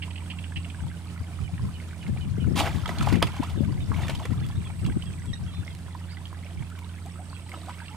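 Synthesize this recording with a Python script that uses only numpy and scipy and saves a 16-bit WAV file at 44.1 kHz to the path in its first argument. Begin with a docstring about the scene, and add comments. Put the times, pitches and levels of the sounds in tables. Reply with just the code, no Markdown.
"""First a bird scolds over far engines and a bush cricket's buzz, and single drips fall.
Then someone wading a grassy pond bank plunges a bamboo fish trap, takes two steps and gropes inside it.
Splashes are swarms of ringing bubbles with rushing noise; larger bubbles, gulps and clicks are placed singly.
Wind is low noise at each microphone port, engines are sine tones, and bird calls are sliding tones and rasps.
The bank answers the water and animals with a short, fading noise echo."""
import sys
import numpy as np
from scipy import signal
from scipy.fft import rfft, irfft, next_fast_len
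from scipy.io import wavfile
from scipy.ndimage import uniform_filter1d, map_coordinates

SR = 44100
rng = np.random.default_rng(int(sys.argv[2]) if len(sys.argv) > 2 else 0)


def int16_out(signal):
    """Quantize to a 16-bit WAV file."""
    q = np.round(np.clip(np.atleast_2d(signal).T, -1, 1) * 32767)
    wavfile.write(sys.argv[1], SR, q.astype(np.int16))


N = 351036

# Sound levels are relative: panning, mixing and echo come later.
# A "_COLOUR" table shapes noise or bubble strength: frequency_hz, level_db (relative).
# A t60_s is the time a sound takes to fall by 60 dB.

# distant rumble and grass: colour; then time_s, level_db; then frequency_hz, left_right_likeness (0 to 1)
AIR_COLOUR = [(20, -19), (35, -17), (58, -3.5), (91, -2), (150, -1), (253, -10.5), (457, -21.5),
              (900, -22.5), (1600, -28), (2900, -28), (6050, -35), (9300, -31.5), (12000, -42.5),
              (15500, -46.5)]
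AIR_LEVEL = [(0, -43.5), (5, -44.5), (7.96, -46.5)]
AIR_ALIKE = [(130, 0.96), (640, 0.7), (1400, 0.7), (3100, 0.037)]
# thin insect chorus
CHORUS_COLOUR = [(6500, -44), (7900, 14), (8700, 3), (9500, 13), (10400, -25), (13000, -26)]

# pump: time_s, firing_hz, level_db; its tones: multiple, level_db
PUMP = [(0, 86.7, -38), (2, 84.6, -41), (5.5, 86.72, -40.5), (7, 86.66, -41), (7.96, 87.2, -44.5)]
PUMP_ORDERS = [(1, 1.5), (2, -7.5), (3, -35), (4, -34.5)]
# slower far engine: time_s, shaft_hz, level_db; its tones: multiple, level_db
FAR_ENGINE = [(0, 34.9, -38.5), (2, 35.48, -48.5), (5, 34.7, -48), (7.96, 34.6, -48.5)]
FAR_ORDERS = [(4.5, -22.5), (5, -12), (6, -17.5), (7, -22.5), (8, -17.5), (9, -21.5)]

# breeze at the exposed left port: time_s, level_db
BREEZE = [(0, -52), (2.0, -38), (2.28, -23), (3.2, -27), (3.48, -33), (3.7, -21), (4.12, -23),
          (4.22, -29.5), (5.3, -32), (5.9, -43.5), (7.96, -58)]
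SHELTER_DB = -9  # the right port lies in the lee
# puffs on the breeze: peak_s, length_s, level_db at the nearer port, left_minus_right_db
PUFFS = [(0.58, 0.038, -26, 17.5), (0.854, 0.11, -25.5, 26), (1.213, 0.021, -24, 22),
         (1.43, 0.091, -24.5, -22), (1.542, 0.024, -20.5, 14), (1.643, 0.099, -23.5, 1.5),
         (2.116, 0.11, -21.5, 7), (2.484, 0.17, -18.5, 27), (2.764, 0.061, -19.5, 22),
         (3.016, 0.051, -16, 5), (3.141, 0.19, -15.5, 29), (3.249, 0.064, -20.5, -19),
         (3.405, 0.018, -18.5, 7), (3.61, 0.15, -19.5, 11), (4, 0.047, -23, 24), (4.173, 0.045, -21, -22),
         (4.313, 0.054, -18.5, 24), (4.427, 0.15, -24, 1.5), (4.586, 0.085, -25, 3),
         (4.882, 0.11, -19.5, -1), (4.97, 0.02, -18, 3.5), (5.094, 0.076, -26, -22),
         (5.294, 0.059, -23.5, 25), (5.435, 0.094, -28.5, 20), (5.599, 0.046, -23.5, 11),
         (6.607, 0.085, -24.5, -9)]
PUFF_EDGE_DB = 7.5  # how far a puff has fallen at either end of its length
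# low buffeting and smaller, brighter eddies
BUFFET_COLOUR = [(20, -15), (50, -5.5), (100, 4), (160, -1.5), (240, -14.5), (350, -34), (500, -39),
                 (900, -64), (2000, -100)]
EDDIES_COLOUR = [(80, -38), (180, 8), (300, -3), (420, -12.5), (600, -23), (1200, -42), (3000, -71)]
# sudden eddies thump the left port: start_s, level_db, pitch_hz
THUMPS = [(2.479, 1.5, 236), (2.569, -2.5, 262), (2.597, -7, 270), (3.124, 4.5, 302), (3.407, -14, 256),
          (3.606, 5, 262), (4.32, -2, 239)]

# bush cricket buzzes: start_s, end_s, level_db
BUZZES = [(-.15, 0.85, -67), (4.4, 5.4, -65.5), (6.9, 7.917, -66.5)]
CHIRP_SCATTER_HZ = 170  # size of the cricket's random pitch changes

# a bird's dry scolding: start_s, length_s, level_db
CHACKS = [(0.021, 0.022, -34.5), (0.105, 0.011, -39), (0.157, 0.0081, -36.5), (0.177, 0.0094, -40),
          (.3, 0.023, -35.5), (0.386, 0.009, -37.5), (.439, 0.0092, -39), (0.559, 0.022, -35),
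          (0.645, 0.01, -40), (0.7, 0.0072, -38.5)]
CHACK_ATTACK_S, CHACK_RELEASE_S = .001, .006
RASP_COLOUR = [(1200, -28.5), (1800, -3.5), (2400, 1.5), (2700, 7), (3100, 5), (3600, -9.5), (4400, -10.5),
               (5200, -18.5), (8000, -47.5)]
# a run of short falling notes: start_s, start_hz, level_db
NOTES = [(1.436, 3100, -50), (1.742, 3060, -49.5), (2.01, 3030, -50), (2.205, 3050, -47),
         (2.399, 3070, -47), (3.567, 3740, -53), (3.802, 3760, -48.5), (4.027, 3700, -47),
         (4.222, 3540, -48), (4.424, 3520, -49), (4.645, 3430, -48.5), (4.848, 3400, -48.5),
         (5.055, 3390, -49.5), (5.276, 3380, -52.5), (5.473, 3380, -51), (5.697, 3350, -53)]
NOTE_S, NOTE_FALL, NOTE_BLUR = .052, .085, .7  # length, share of pitch lost, unsteadiness in radians
UNDERTONE, UNDERTONE_DB = .823, -8  # weaker partial below each note: pitch ratio, level
# lone slurred whistles: start_s, length_s, start_hz, end_hz, arch_height_hz, blur_radians, level_db
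WHISTLES = [(4.552, .045, 3600, 3650, 100, 2, -51), (5.525, .135, 3600, 3450, 30, .6, -53),
            (5.512, .11, 3850, 3750, 290, .7, -54.5), (6.092, 0.08, 4100, 3700, 950, 2, -52),
            (6.08, .06, 3400, 3600, 350, 3, -56), (7.313, .075, 4250, 4100, 150, 3, -57),
            (7.34, 0.06, 3300, 3250, 0, 1.4, -55), (7.454, .095, 4000, 4050, 140, .6, -57),
            (7.555, .055, 3950, 3680, -30, .5, -53.5)]
# partials of one nasal chirp: multiple, level_db
CHIRP = [(1, 3), (2, 7), (3, -5.5)]

# echo life off the grassy bank: frequency_hz, t60_s
BANK = [(200, 0.0069), (2000, 0.16), (12000, 0.17)]
WATER_ECHO_DB, CALL_ECHO_DB, BUZZ_ECHO_DB = -9.5, -7, 3.5

# drops off the wet trap and clothes click on the surface: start_s, peak_db
CLICKS = [(1.885, -42), (1.98, -42), (4.465, -35), (4.488, -33), (4.844, -38), (4.865, -35), (5.04, -40),
          (5.257, -37), (5.75, -34), (5.788, -37), (6.701, -38), (6.79, -36), (7.061, -37), (7.494, -33),
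          (7.66, -40), (7.696, -38)]
CLICK_T60_S = .012
TICKS_DB = -75  # stray droplets
TICKS_COLOUR = [(3000, 6), (9000, 1), (12000, 0), (15000, -12)]

# small drips: time_s, level_db
TRICKLE = [(0, -66), (2.5, -60), (3.3, -54), (3.7, -61), (4.4, -58), (5.4, -62), (6.3, -64), (7.1, -61),
           (7.96, -60)]
DRIPS_COLOUR = [(900, -11), (2200, -1.5), (3300, -4), (4500, -10), (7000, -19), (12000, -25)]
# soft gurgling under the small drips
GURGLE_DB = 1.5  # relative to the drips
GURGLES_COLOUR = [(500, -10), (900, -8.5), (1500, 2), (2300, -4.5), (3500, -3.5), (6000, -15)]

# cavities fill and their note slides: start_s, length_s, start_hz, end_hz, level_db
GULPS = [(3.424, 0.031, 774, 1390, -31.5), (3.604, 0.055, 500, 696, -42), (3.677, 0.036, 870, 1210, -46),
         (3.923, 0.033, 1100, 960, -43), (3.979, 0.033, 734, 900, -41), (6.45, 0.026, 515, 700, -46.5),
         (6.492, 0.047, 604, 830, -51), (6.714, 0.024, 1220, 1650, -46), (7.055, 0.039, 678, 900, -42),
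         (7.189, 0.043, 660, 840, -41.5), (7.671, 0.054, 616, 1150, -41.5), (7.814, 0.025, 853, 1052, -44),
         (7.904, 0.066, 836, 910, -46)]
GULP_BLUR = .8  # unsteadiness of phase, radians

# single large bubbles and drips: start_s, level_db, pitch_hz
PLOPS = [(0.079, -32.5, 990), (0.521, -33.5, 1644), (0.746, -34, 1575), (0.804, -38, 1510),
         (0.835, -40, 1240), (0.867, -36, 900), (.9, -38, 2010), (.914, -36, 1550), (1.162, -35.5, 1360),
         (1.178, -39, 1900), (1.241, -41, 2020), (1.389, -35, 1200), (1.579, -34, 1800), (1.594, -33, 1000),
         (1.689, -38, 1190), (1.801, -37, 2100), (1.931, -38, 1500), (2.065, -33.5, 2070),
         (2.163, -30, 705), (2.173, -35.5, 2350), (2.443, -35, 1430), (2.606, -16, 820), (2.617, -24, 910),
         (2.668, -23, 674), (2.674, -24, 1930), (2.711, -34, 1190), (2.857, -19, 1220), (2.859, -27, 3200),
         (2.892, -23.5, 710), (2.891, -23, 1890), (2.984, -28, 4170), (3.007, -27, 2400),
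         (3.011, -20.5, 1285), (3.072, -8.5, 807), (3.145, -26, 2050), (3.155, -27, 1840),
         (3.219, -16.5, 960), (3.428, -25.5, 926), (3.726, -37, 1000), (3.777, -38, 2080),
         (3.917, -24.5, 1096), (3.932, -27, 840), (3.944, -31, 2160), (4.004, -29, 670), (4.034, -29, 1830),
         (4.082, -26.5, 1770), (4.094, -22, 600), (4.096, -30, 1700), (4.11, -31, 740), (4.153, -28, 3040),
         (4.198, -26.5, 1030), (4.252, -22.5, 452), (4.254, -31, 1960), (4.322, -37, 1900),
         (4.671, -37, 2430), (4.699, -31, 820), (4.85, -32, 2750), (4.898, -30.5, 1520), (4.922, -38, 1900),
         (5.023, -30, 2940), (5.136, -37, 2460), (5.22, -38, 1930), (5.678, -29.5, 2030),
         (5.881, -34.5, 1000), (5.95, -27.5, 977), (6.12, -39, 2110), (6.17, -32, 1940),
         (6.255, -33.5, 3110), (6.328, -32, 976), (6.346, -36.5, 1630), (6.466, -39, 2180),
         (6.626, -42, 2140), (6.752, -39, 1510), (7.157, -39, 1260), (7.329, -32.5, 1020), (7.39, -41, 984),
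         (7.489, -38, 1960), (7.517, -30, 2075), (7.54, -28.5, 1240), (7.563, -36.5, 960),
         (7.574, -30, 615), (7.684, -28, 740), (7.694, -25.5, 930), (7.704, -38.5, 1928),
         (7.802, -32.5, 1553), (7.882, -32.5, 2690), (7.946, -33.5, 910)]
PLOP_T60_S = .024
POP_DB, POP_T60_S = -11, .012  # the surface breaks as each bubble forms
SPATTER_DB, SPATTER_RISE_S, SPATTER_T60_S = -18, .001, .045  # wet smear around each bubble's note

# an air pocket slaps shut behind a foot: start_s, level_db
SLAP = [(3.2248, -13), (3.226, -2.8)]
# the pocket's ringing tones: pitch_hz, level_db, t60_s
POCKET = [(1240, -5, .018), (1750, -7, .01), (2550, -3, .006), (3150, -8, .012), (4910, -17, .018)]
SMACK_COLOUR = [(300, -5), (800, -4), (3300, -9), (6000, -27), (11000, -24.5), (15000, -42)]

# water churns between the slats of the plunging trap
CHURN_S, CHURN_LENGTH_S, CHURN_DB = 2.585, .098, -34.5
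CHURN_COLOUR = [(300, -14), (480, -6), (750, 6), (1100, -15), (1500, -7), (3000, -42)]

# trap plunge, leg movements and groping hand: start_s, length_s, level_db
MOVES = [(2.571, .11, -35), (2.868, .13, -43), (2.999, .15, -40), (3.301, .2, -48), (3.914, .15, -43),
         (4.086, .04, -44), (4.176, .06, -46.5), (7.528, .19, -50.5)]
MOVE_RISE_S, MOVE_T60_S = .025, .25  # how fast the water is stirred up and falls back
AFTERWASH_DB, AFTERWASH_T60_S = -8, 1.7  # ripples that outlast each move
LAPPING_DB = -57  # the water at rest
# grass or cloth rustles as the trap is lifted (first two rows); then trap, feet and hands break the surface:
# start_s, level_db, t60_s, spray_db (relative to the row's own level)
SPLASHES = [(2.026, -47, .05, -2), (2.075, -49, .06, -1.5), (2.552, -33, .13, -4),
            (2.564, -26.5, .14, -4.5), (2.58, -25, .15, -4.5), (2.598, -28, .06, 1),
            (2.655, -30.5, .09, -12.5), (2.72, -47, .3, -0.5), (2.858, -36, .025, -4),
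            (2.875, -37, .07, -3), (2.886, -35, .09, -10), (2.984, -44, .04, 7.5), (3.006, -36, .05, -5),
            (3.023, -37, .06, 2.5), (3.058, -35, .07, -6), (3.083, -35, .08, -4), (3.122, -29.5, .08, -9),
            (3.155, -35, .04, -6), (3.221, -28, .06, -14.5), (3.225, -17, .03, -12), (3.236, -38, .05, -6),
            (3.268, -30.5, .06, -11), (3.359, -45, .1, -1.5), (3.431, -40, .06, -1), (3.491, -45, .1, 0),
            (4.01, -39, .14, -9), (4.069, -40, .03, -2.5), (4.08, -34, .05, -4), (4.093, -31.5, .07, -5),
            (4.146, -43, .08, 2), (4.252, -32, .04, -8), (4.301, -46.5, .1, -5.5), (4.862, -40, .04, -0.5),
            (7.52, -42, .15, -15), (7.68, -43, .12, -13)]
SPLASH_RISE_S, RISE_GROWS = .007, 1.5  # rise for a t60 of .1 s, and the power by which it grows with t60
WATER_COLOUR = [(150, 1.5), (300, 10.5), (480, -4), (720, 7), (1200, 3.5), (1600, -5), (2100, 1),
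                (2800, -5), (4000, -18), (6000, -7.5), (15000, -20)]
SPRAY_COLOUR = [(1500, -1), (3500, 6.5), (5000, -6), (8000, -5), (11000, -12), (14500, -19), (15700, -36)]
CLUMP_DB = 2.5  # how unevenly the clouds of bubbles are spread

TOP_HZ = 15650  # upper limit of the finished sound


def amp(db):
    """Turn decibels into gain."""
    return 10 ** (np.asarray(db) / 20)


def unit(x):
    """Scale to an rms (average strength) of 1."""
    return x / np.sqrt(np.mean(x ** 2) + 1e-20)


def clock():
    """Give the time of every sample in seconds."""
    return np.arange(N) / SR


def along(points, hz):
    """Read between (frequency, value) points on a log frequency axis."""
    f, v = np.transpose(points)
    return np.interp(np.log(hz + 1), np.log(f + 1), v)


def curves(rows):
    """Give one value per sample for each column after the time."""
    s, *cols = np.transpose(rows)
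    return [np.interp(clock(), s, c) for c in cols]


def wobble(rate):
    """Draw a smooth random curve with rate knots a second."""
    knots = rng.standard_normal(4000)
    coarse = np.arange(0, N + 32, 32) / SR
    return np.interp(clock(), coarse, map_coordinates(knots, [coarse * rate], mode="wrap"))


def filtered(x, response):
    """Multiply the spectrum of x by a response that depends on frequency."""
    m = next_fast_len(N + 8192)
    return irfft(rfft(x, m) * response(np.fft.rfftfreq(m, 1 / SR)), m)[..., :N]


def noise(colour):
    """Make noise of rms 1 in the given colour."""
    return unit(filtered(rng.standard_normal(N), lambda hz: amp(along(colour, hz))))


def pan(db):
    """Give left and right gains for a left-minus-right level difference."""
    return amp(np.array([[.5], [-.5]]) * db)


def from_right(x, db, lag_ms):
    """A sound from the right reaches the left port later and weaker; a negative lag reverses the order."""
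    lag_s = lag_ms / 1000 * np.array([[-.5], [.5]])
    return filtered(x, lambda hz: np.exp(2j * np.pi * hz * lag_s)) * pan(db)


def add(track, s, sound):
    """Mix a sound in at time s."""
    i = max(round(s * SR), 0)
    track[i:i + len(sound)] += sound[:max(N - i, 0)]


def air():
    """Distant rumble and grass share low sound between the ears; a thin insect chorus differs at each."""
    def spread(hz):
        turn = np.arccos(np.clip(along(AIR_ALIKE, hz), -1, 1)) / 2
        return amp(along(AIR_COLOUR, hz)) * [np.cos(turn), np.sin(turn)]

    mid, side = filtered(rng.standard_normal((2, N)), spread)
    rumble = from_right(unit(np.array([mid + side, mid - side])), db=-2.5, lag_ms=.11)
    chorus = np.array([noise(CHORUS_COLOUR) for _ in range(2)]) * pan(-6.5)
    rumble_level = amp(curves(AIR_LEVEL)[0] + 1.4 * wobble(33))
    return rumble_level * rumble + amp(-65 + wobble(.68)) * chorus


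def engine(rows, orders, waver_db, drift_hz):
    """Each distant engine hums as a few steady tones at multiples of its speed, wavering on the way."""
    hz, db = curves(rows)
    phase = 2 * np.pi * np.cumsum(hz + drift_hz * wobble(3.086)) / SR
    out = np.zeros(N)
    for multiple, level in orders:
        gain = np.sqrt(2) * amp(db + level + waver_db * wobble(7.2))
        out += gain * np.sin(multiple * phase + rng.uniform(0, 2 * np.pi))
    return out


def hum():
    """A pump and a slower engine hum together, both off to the right."""
    pump = engine(PUMP, PUMP_ORDERS, waver_db=.5, drift_hz=.11)
    far = engine(FAR_ENGINE, FAR_ORDERS, waver_db=2, drift_hz=.145)
    return from_right(pump + far, db=-5.5, lag_ms=.21)


def gusts():
    """Wind level in dB at the left and right ports: rounded puffs add power to the breeze."""
    power = (amp(curves(BREEZE)[0]) * amp([[0], [SHELTER_DB]])) ** 2
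    for s, length, db, side_db in PUFFS:
        t = np.arange(-1, 1, 1 / (2 * length * SR)) * 2 * length
        puff_db = db - PUFF_EDGE_DB * (2 * t / length) ** 2
        add(power[0], s + t[0], amp(puff_db + min(side_db, 0)) ** 2)
        add(power[1], s + t[0], amp(puff_db - max(side_db, 0)) ** 2)
    return 10 * np.log10(power)


def wind():
    """Puffs hit each port separately; the harder ones shed smaller, brighter eddies."""
    ports = []
    for db in gusts():
        rumble = amp(db - 3 + .23 * wobble(30)) * noise(BUFFET_COLOUR)
        # eddies grow faster than the wind level
        eddies = amp(-29 + 2.1 * (db + 18.5) + 5 * wobble(60)) * noise(EDDIES_COLOUR)
        ports.append(rumble + eddies)
    return np.array(ports)


def bubble(t, hz, t60, rise):
    """A ring dies away as its pitch climbs, like a bubble nearing the surface; negative rise lowers it."""
    age = t / t60
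    ring = np.sin(2 * np.pi * hz * t * (1 + rise * np.minimum(age, 1) / 2))
    return ring * amp(-60 * age) * (1 - np.exp(-t * hz))


def thumps():
    """An eddy bursting on the left port gives a dull knock of a few cycles, falling in pitch."""
    out, t = np.zeros(N), np.arange(SR // 10) / SR
    for s, db, hz in THUMPS:
        add(out, s, amp(db) * bubble(t, hz, t60=.019, rise=-.55))
    return np.array([out, np.zeros(N)])


def cricket():
    """Each wing stroke is a short falling rasp; a buzz swells and stops dead."""
    t = clock()
    stroke = np.cumsum(108 + wobble(2.3)) / SR % 1  # about 108 strokes a second
    hz = 8650 - 1050 * stroke + CHIRP_SCATTER_HZ * wobble(110)
    phase = 2 * np.pi * np.cumsum(hz) / SR
    level = np.zeros(N)
    for start, end, db in BUZZES:
        level += amp(db) * np.clip((t - start) / .25, 0, 1) * np.clip((end - t) / .02, 0, 1)
    return level * unit(np.sin(np.pi * stroke) ** 4 * np.sin(phase + .54 * wobble(500)))


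def glide(length, start_hz, end_hz, blur, arch_hz=0, overtones=((1, 0),)):
    """A sliding note swells and fades; its pitch may arch midway, and blur makes its phase unsteady."""
    u = np.arange(int(length * SR)) / (length * SR)
    unsteady = np.interp(u * length, np.arange(100) * .004, rng.standard_normal(100))
    hz = start_hz + (end_hz - start_hz) * u + arch_hz * np.sin(np.pi * u)
    phase = 2 * np.pi * np.cumsum(hz) / SR + blur * unsteady
    tone = sum(amp(db) * np.sin(k * phase) for k, db in overtones)
    return np.sin(np.pi * u ** .51) * tone


def birds():
    """One bird scolds in sudden noise rasps, others whistle short slurred notes, one chirps."""
    gate, song = np.zeros(N), np.zeros(N)
    for s, length, db in CHACKS:
        t = np.arange(int((length + CHACK_RELEASE_S / 2) * SR)) / SR
        attack = np.minimum(t / CHACK_ATTACK_S, 1)
        release = np.minimum((t[-1] - t) / CHACK_RELEASE_S, 1)
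        add(gate, s, amp(db) * attack * release)
    partials = [(1, 0), (UNDERTONE, UNDERTONE_DB)]
    for s, hz, db in NOTES:
        note = glide(NOTE_S, hz, hz * (1 - NOTE_FALL), NOTE_BLUR, overtones=partials)
        add(song, s, amp(db) * note)
    for s, length, start_hz, end_hz, arch_hz, blur, db in WHISTLES:
        add(song, s, amp(db) * glide(length, start_hz, end_hz, blur, arch_hz))
    chirp = glide(.016, start_hz=1853, end_hz=1900, blur=1, overtones=CHIRP)
    add(song, 5.332, amp(-40.5) * chirp)
    return amp(-3.5) * gate * noise(RASP_COLOUR) + song


def bank(x):
    """The grassy bank scatters a short, diffuse echo: noise that dies at a rate set by pitch."""
    hz, t, z = signal.stft(rng.standard_normal((2, SR // 3)), SR, nperseg=256)
    fading = z * amp(-60 * t / along(BANK, hz)[:, None])
    tail = signal.istft(fading, SR, nperseg=256)[1]
    return signal.fftconvolve(x, tail / np.linalg.norm(tail[0]), axes=1)[:, :N]


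def clumped(x, depth_db):
    """Clouds of bubbles come and go: a random gain over time and pitch."""
    z = signal.stft(x, nperseg=256)[2]
    field = uniform_filter1d(rng.standard_normal(z.shape), size=3, axis=0)
    field = uniform_filter1d(field, size=4, axis=1)
    return signal.istft(z * amp(depth_db * unit(field)), nperseg=256)[1][:N]


def froth(level, colour, low_hz, high_hz, cycles, spread_db, hiss, width_db, count, size):
    """Stereo swarm of bubbles over a rush: livelier water makes both more and louder ones."""
    density = level / level.sum()
    place, tone, life, side = rng.random((count, 4)).T
    at = np.minimum(np.searchsorted(np.cumsum(density), place), N - 1)
    hz = low_hz * (high_hz / low_hz) ** tone
    t60 = cycles * (.5 + life) / hz
    extra_db = spread_db * np.minimum(rng.exponential(size=count), 3)
    strength = amp(along(colour, hz) + extra_db) * np.sqrt(hz)
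    rings = bubble(np.arange(size) / SR, hz[:, None], t60[:, None], rise=.23)
    # equalise ring energy, then follow the water's level
    gain = unit(strength) / np.linalg.norm(rings, axis=1)
    gain *= level[at] / np.sqrt(count * density[at])
    rings *= gain[:, None]
    where = (at[:, None] + np.arange(size)).ravel()
    sides = pan(width_db * (side - .5))
    swarm = np.array([np.bincount(where, (rings * g[:, None]).ravel(), N)[:N] for g in sides])
    # the rush comes from a broad patch of water, so left and right differ a little
    middle = unit(clumped(noise(colour), depth_db=CLUMP_DB))
    difference = np.array([[1], [-1]]) * amp(width_db - 32) * noise(colour)
    rush = level * unit(middle + difference) * amp(1.8 * wobble(160) - .5)
    return np.sqrt(1 - hiss) * swarm + np.sqrt(hiss) * rush


def ticks():
    """Droplets land with tiny dry clicks: a few near ones over a faint random patter."""
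    near, t = np.zeros(N), np.arange(SR // 32) / SR
    snap = noise(TICKS_COLOUR)
    for s, db in CLICKS:
        click = snap[round(s * SR):][:len(t)] * amp(-60 * t / CLICK_T60_S)
        add(near, s, amp(db) * click / np.abs(click).max())
    patter = froth(np.full(N, amp(TICKS_DB)), TICKS_COLOUR, low_hz=4000, high_hz=14000, cycles=6,
                   spread_db=2, hiss=0, width_db=12, count=200, size=100)
    return near * pan(-2.3) + patter


def gurgling():
    """Water stirs softly around the legs and inside the trap: many slow, overlapping bubbles."""
    level = amp(curves(TRICKLE)[0] + GURGLE_DB + 2.5 * wobble(9))
    bubbles = froth(level, GURGLES_COLOUR, low_hz=550, high_hz=3400, cycles=70,
                    spread_db=2, hiss=.15, width_db=5, count=900, size=2600)
    return from_right(bubbles, db=-4, lag_ms=.08)


def gulps():
    """Water runs into hollows left by the trap, legs and hands; their notes mostly slide upward."""
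    out = np.zeros(N)
    for s, length, start_hz, end_hz, db in GULPS:
        add(out, s, amp(db) * glide(length, start_hz, end_hz, GULP_BLUR))
    return out * pan(-1.6)


def plops():
    """Drips and trapped air: a pop, one clear bubble, and a wet spatter around its own pitch."""
    out, t = np.zeros(N), np.arange(SR // 8) / SR
    pop = amp(POP_DB - 60 * t / POP_T60_S)
    spatter = (1 - np.exp(-t / SPATTER_RISE_S)) * amp(SPATTER_DB - 60 * t / SPATTER_T60_S)
    for s, db, hz in PLOPS:
        band = signal.butter(3, [.68 * hz, 1.65 * hz], "bandpass", fs=SR)
        wet = unit(signal.lfilter(*band, rng.standard_normal(len(t))))
        ring = bubble(t, hz, PLOP_T60_S, rise=.18)
        add(out, s, amp(db) * (.95 * ring + (pop + spatter) * wet))
    return from_right(out, db=-4, lag_ms=.073)


def slap():
    """The hollow behind a foot closes with a sharp, wet smack: ringing air plus fading noise."""
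    out, t = np.zeros(N), np.arange(SR // 16) / SR
    ring = sum(amp(db) * bubble(t, hz, t60, rise=.043) for hz, db, t60 in POCKET)
    smack = noise(SMACK_COLOUR)
    for s, db in SLAP:
        wet = smack[round(s * SR):][:len(t)] * amp(-60 * t / .022)
        add(out, s, amp(db) * (.7 * ring + .25 * wet))
    return out * pan(-2.4)


def churn():
    """The trap drags air under: a dense, low boil that stops when the rim meets the mud."""
    t = clock() - CHURN_S
    rise = np.clip(t / .015, 0, 1)
    fall = np.clip((CHURN_LENGTH_S - t) / .015 + 1, 1e-4, 1)
    level = amp(CHURN_DB) * rise * fall + 1e-8
    boil = froth(level, CHURN_COLOUR, low_hz=400, high_hz=1600, cycles=18,
                 spread_db=1, hiss=.5, width_db=3, count=160, size=1300)
    return boil * pan(-2)


def wash():
    """Power of the stirred water: each move swells, holds and falls back, leaving ripples."""
    t, power = clock(), amp(LAPPING_DB) ** 2
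    for s, length, db in MOVES:
        swell = np.clip((t - s) / MOVE_RISE_S, 0, 1)
        after = np.maximum(t - s - length, 0)
        ripples_db = AFTERWASH_DB - 60 * after / AFTERWASH_T60_S
        fall_db = np.maximum(-60 * after / MOVE_T60_S, ripples_db)
        power = power + (swell * amp(db + fall_db)) ** 2
    return power


def splashing():
    """After a brief rustle, splashes swell and die over the wash; spray crackles, and the wet trap drips."""
    body = wash()
    spray = body * amp(-9.5) ** 2
    t = np.arange(SR // 3) / SR
    for s, db, t60, spray_db in SPLASHES:
        rise = SPLASH_RISE_S * (10 * t60) ** RISE_GROWS
        fall_db = -60 * np.maximum(t - rise, 0) / t60
        power = (np.minimum(t / rise, 1) * amp(db + fall_db)) ** 2
        add(body, s, power)
        add(spray, s, power * amp(spray_db) ** 2)
    bubbles = froth(np.sqrt(body), WATER_COLOUR, low_hz=280, high_hz=5000, cycles=32,
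                    spread_db=4.5, hiss=.2, width_db=5, count=3200, size=1100)
    crackle = froth(np.sqrt(spray), SPRAY_COLOUR, low_hz=3260, high_hz=14000, cycles=6,
                    spread_db=1.8, hiss=.6, width_db=20, count=5000, size=160)
    drips = froth(amp(curves(TRICKLE)[0]), DRIPS_COLOUR, low_hz=976, high_hz=12600, cycles=41,
                  spread_db=3.5, hiss=.06, width_db=11.5, count=1000, size=800)
    crackle = from_right(crackle, db=-2.7, lag_ms=-.014)
    drips = from_right(drips, db=-10.5, lag_ms=.15)
    return bubbles * pan(-.97) + crackle + drips


def scene():
    """Mix the near water with farther wildlife, their echo, hum and wind."""
    water = splashing() + churn() + gurgling() + ticks() + plops() + gulps() + slap()
    calls = from_right(birds(), db=-6.5, lag_ms=.075)
    buzz = from_right(cricket(), db=-11.5, lag_ms=.098)
    echo = bank(amp(WATER_ECHO_DB) * water + amp(CALL_ECHO_DB) * calls + amp(BUZZ_ECHO_DB) * buzz)
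    return water + calls + buzz + echo + hum() + air() + wind() + thumps()


def record(dry):
    """Keep only the sound below the band limit."""
    return filtered(dry, lambda hz: hz < TOP_HZ)


dry = scene()
out = record(dry)
int16_out(out)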